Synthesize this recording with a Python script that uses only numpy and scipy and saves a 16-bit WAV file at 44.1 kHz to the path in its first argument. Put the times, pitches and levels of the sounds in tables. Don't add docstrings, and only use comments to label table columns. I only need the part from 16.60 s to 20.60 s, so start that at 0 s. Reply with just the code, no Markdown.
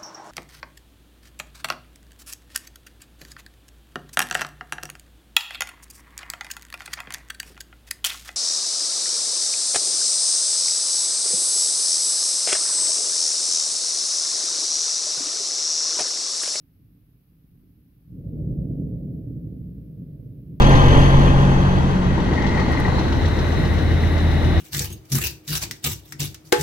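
import sys
import numpy as np
from scipy import signal
from scipy.fft import rfft, irfft
from scipy.io import wavfile
from scipy.ndimage import uniform_filter1d

SR = 44100
rng = np.random.default_rng(int(sys.argv[2]) if len(sys.argv) > 2 else 0)


def bounce(signal):
    frames = np.transpose(np.atleast_2d(signal))
    limited = np.clip(frames, -1, 1)
    pcm = np.round(limited * 32767).astype(np.int16)
    wavfile.write(sys.argv[1], SR, pcm)


N = 176400

# frequency in Hz, relative level in dB.
MUTTER_EQ = [(15, -26), (30, -13), (44, -7.5), (54, 2), (64, -2), (82, -12.5), (97, -1.5), (180, -2.5),
             (202, -13), (220, -15), (240, -10.5), (290, -9.5), (340, -21), (480, -29.5), (600, -37.5),
             (800, -40.5), (1100, -65)]
# time in seconds, gain in dB.
MUTTER_FADER = [(0, -57.5), (.15, -57), (.24, -52), (.38, -54.5), (.5, -56.5), (.58, -55), (.645, -62.5),
                (.7, -56.5), (.78, -56), (.93, -53), (1.03, -53), (1.22, -55), (1.42, -55.5)]
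# frequency in Hz, relative level in dB.
HISS_EQ = [(590, -26), (1000, -5.5), (1220, -5.5), (1570, -7), (2110, -7.5), (2780, -7.5), (3010, -9.5),
           (5120, -13.5), (7390, -23), (8680, -18.5), (12100, -2.5), (15100, -4), (15600, -4.5)]
# frequency in Hz, relative level in dB.
SURGE_EQ = [(15, -34), (26, -25), (37, -15), (44, -15), (53, -4), (63, -3.5), (75, -6), (84, -15), (99, -3),
            (122, 1.5), (150, 1), (183, 0), (203, -12.5), (224, -8.5), (260, -8), (313, -11), (342, -19.5),
            (395, -20), (550, -28), (650, -36), (750, -51), (850, -55.5), (1000, -69.5), (1300, -91.5)]
# time in seconds, level in dB.
SURGE_SUB_FADER = [(1.4, -75), (1.481, -52.5), (1.6, -43), (1.72, -38.5), (1.83, -34.5), (1.899, -34.5),
                   (1.99, -31), (2.08, -40), (2.169, -37), (2.369, -38.5), (2.478, -42.5), (2.849, -42.5),
                   (3.201, -42), (3.331, -53), (3.502, -45.5), (3.73, -53), (3.92, -45), (4, -46.5)]
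SURGE_BODY_FADER = [(1.41, -86), (1.46, -54), (1.525, -39), (1.58, -38), (1.67, -34), (1.83, -28),
                    (1.94, -26.5), (2.06, -28), (2.28, -27.5), (2.41, -32.5), (2.52, -30), (2.63, -35),
                    (2.72, -31.5), (2.91, -34.5), (3.05, -35.5), (3.28, -41), (3.4, -35.5), (3.53, -39.5),
                    (3.65, -37.5), (3.85, -41.5), (3.93, -36), (4, -40.5)]
SURGE_EDGE_FADER = [(1.44, -100), (1.53, -71), (1.62, -58.5), (1.76, -50.5), (2.04, -49.5), (2.28, -49.5),
                    (2.5, -53.5), (2.83, -59.5), (2.91, -56), (3.05, -64), (3.6, -62), (4, -66.5)]
# frequency in Hz, level against the direct sound in dB.
SCATTER_EQ = [(30, -22), (58, -20), (85, -12), (108, -20.5), (185, -20.5), (225, -11), (300, -17),
              (365, -6), (440, -9), (650, -6.5), (850, -3)]
# frequency in Hz, left minus right in dB.
PAN_EQ = [(55, 0.5), (95, -3.5), (170, 0.5), (250, -3), (320, -0.5), (700, -1)]


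def from_db(db):
    return 10 ** (np.asarray(db) / 20)


def rms_one(x):
    return x / np.sqrt(np.mean(x ** 2) + 1e-20)


def fader(rows):
    return from_db(np.interp(np.arange(N) / SR, *np.transpose(rows)))


def bin_hz():
    return np.maximum(np.arange(N // 2 + 1) * SR / N, 1)


def eq_db(rows):
    hz, db = np.transpose(rows)
    return np.interp(np.log(bin_hz()), np.log(hz), db)


def lowpass(x, hz, order):
    return irfft(rfft(x) / (1 + (bin_hz() / hz) ** order), N)


def leveller(x, window_s=.12):
    power = np.mean(x ** 2, axis=0)
    slow_power = uniform_filter1d(power, int(window_s * SR), mode="wrap")
    return x * np.sqrt(power.mean() / (slow_power + 1e-20))


def gas_jet(tone, bursts_per_s=100, burst_spread_db=2.5, burst_share=.3, sub_hz=84, edge_hz=435):
    sizes = from_db(burst_spread_db * np.minimum(rng.exponential(1, N), 3))
    bursts = rms_one(sizes * (rng.random(N) < bursts_per_s / SR))
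    turbulence = rng.standard_normal(N)
    direct = rfft(np.sqrt(burst_share) * (bursts - bursts.mean()) + np.sqrt(1 - burst_share) * turbulence)
    scattered = from_db(eq_db(SCATTER_EQ)) * rfft(rng.standard_normal(N))
    sides = np.array([[1], [-1]])
    stereo = direct + sides * scattered
    colour = from_db(eq_db(tone) + sides * eq_db(PAN_EQ) / 2)
    rumble = rms_one(irfft(stereo * colour, N))
    sub = lowpass(rumble, sub_hz, order=16)
    lows = lowpass(rumble, edge_hz, order=8)
    return leveller(sub), leveller(lows - sub), leveller(rumble - lows)


def vent_mutter(edge_gain_db=-53.5):
    sub, body, edge = gas_jet(MUTTER_EQ)
    return (sub + body) * fader(MUTTER_FADER) + edge * from_db(edge_gain_db)


def microphone_hiss(level_db=-70):
    noise = rfft(rng.standard_normal((2, N)))
    return from_db(level_db) * rms_one(irfft(noise * from_db(eq_db(HISS_EQ)), N))


def gas_surge():
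    bands = gas_jet(SURGE_EQ)
    rides = (SURGE_SUB_FADER, SURGE_BODY_FADER, SURGE_EDGE_FADER)
    return sum(rms_one(band) * fader(ride) for band, ride in zip(bands, rides))


def scene():
    return vent_mutter() + gas_surge() + microphone_hiss()


def record(dry, cutoff_hz=15720):
    return signal.sosfilt(signal.ellip(12, .1, 80, cutoff_hz, fs=SR, output="sos"), dry)


dry = scene()
out = record(dry)
bounce(out)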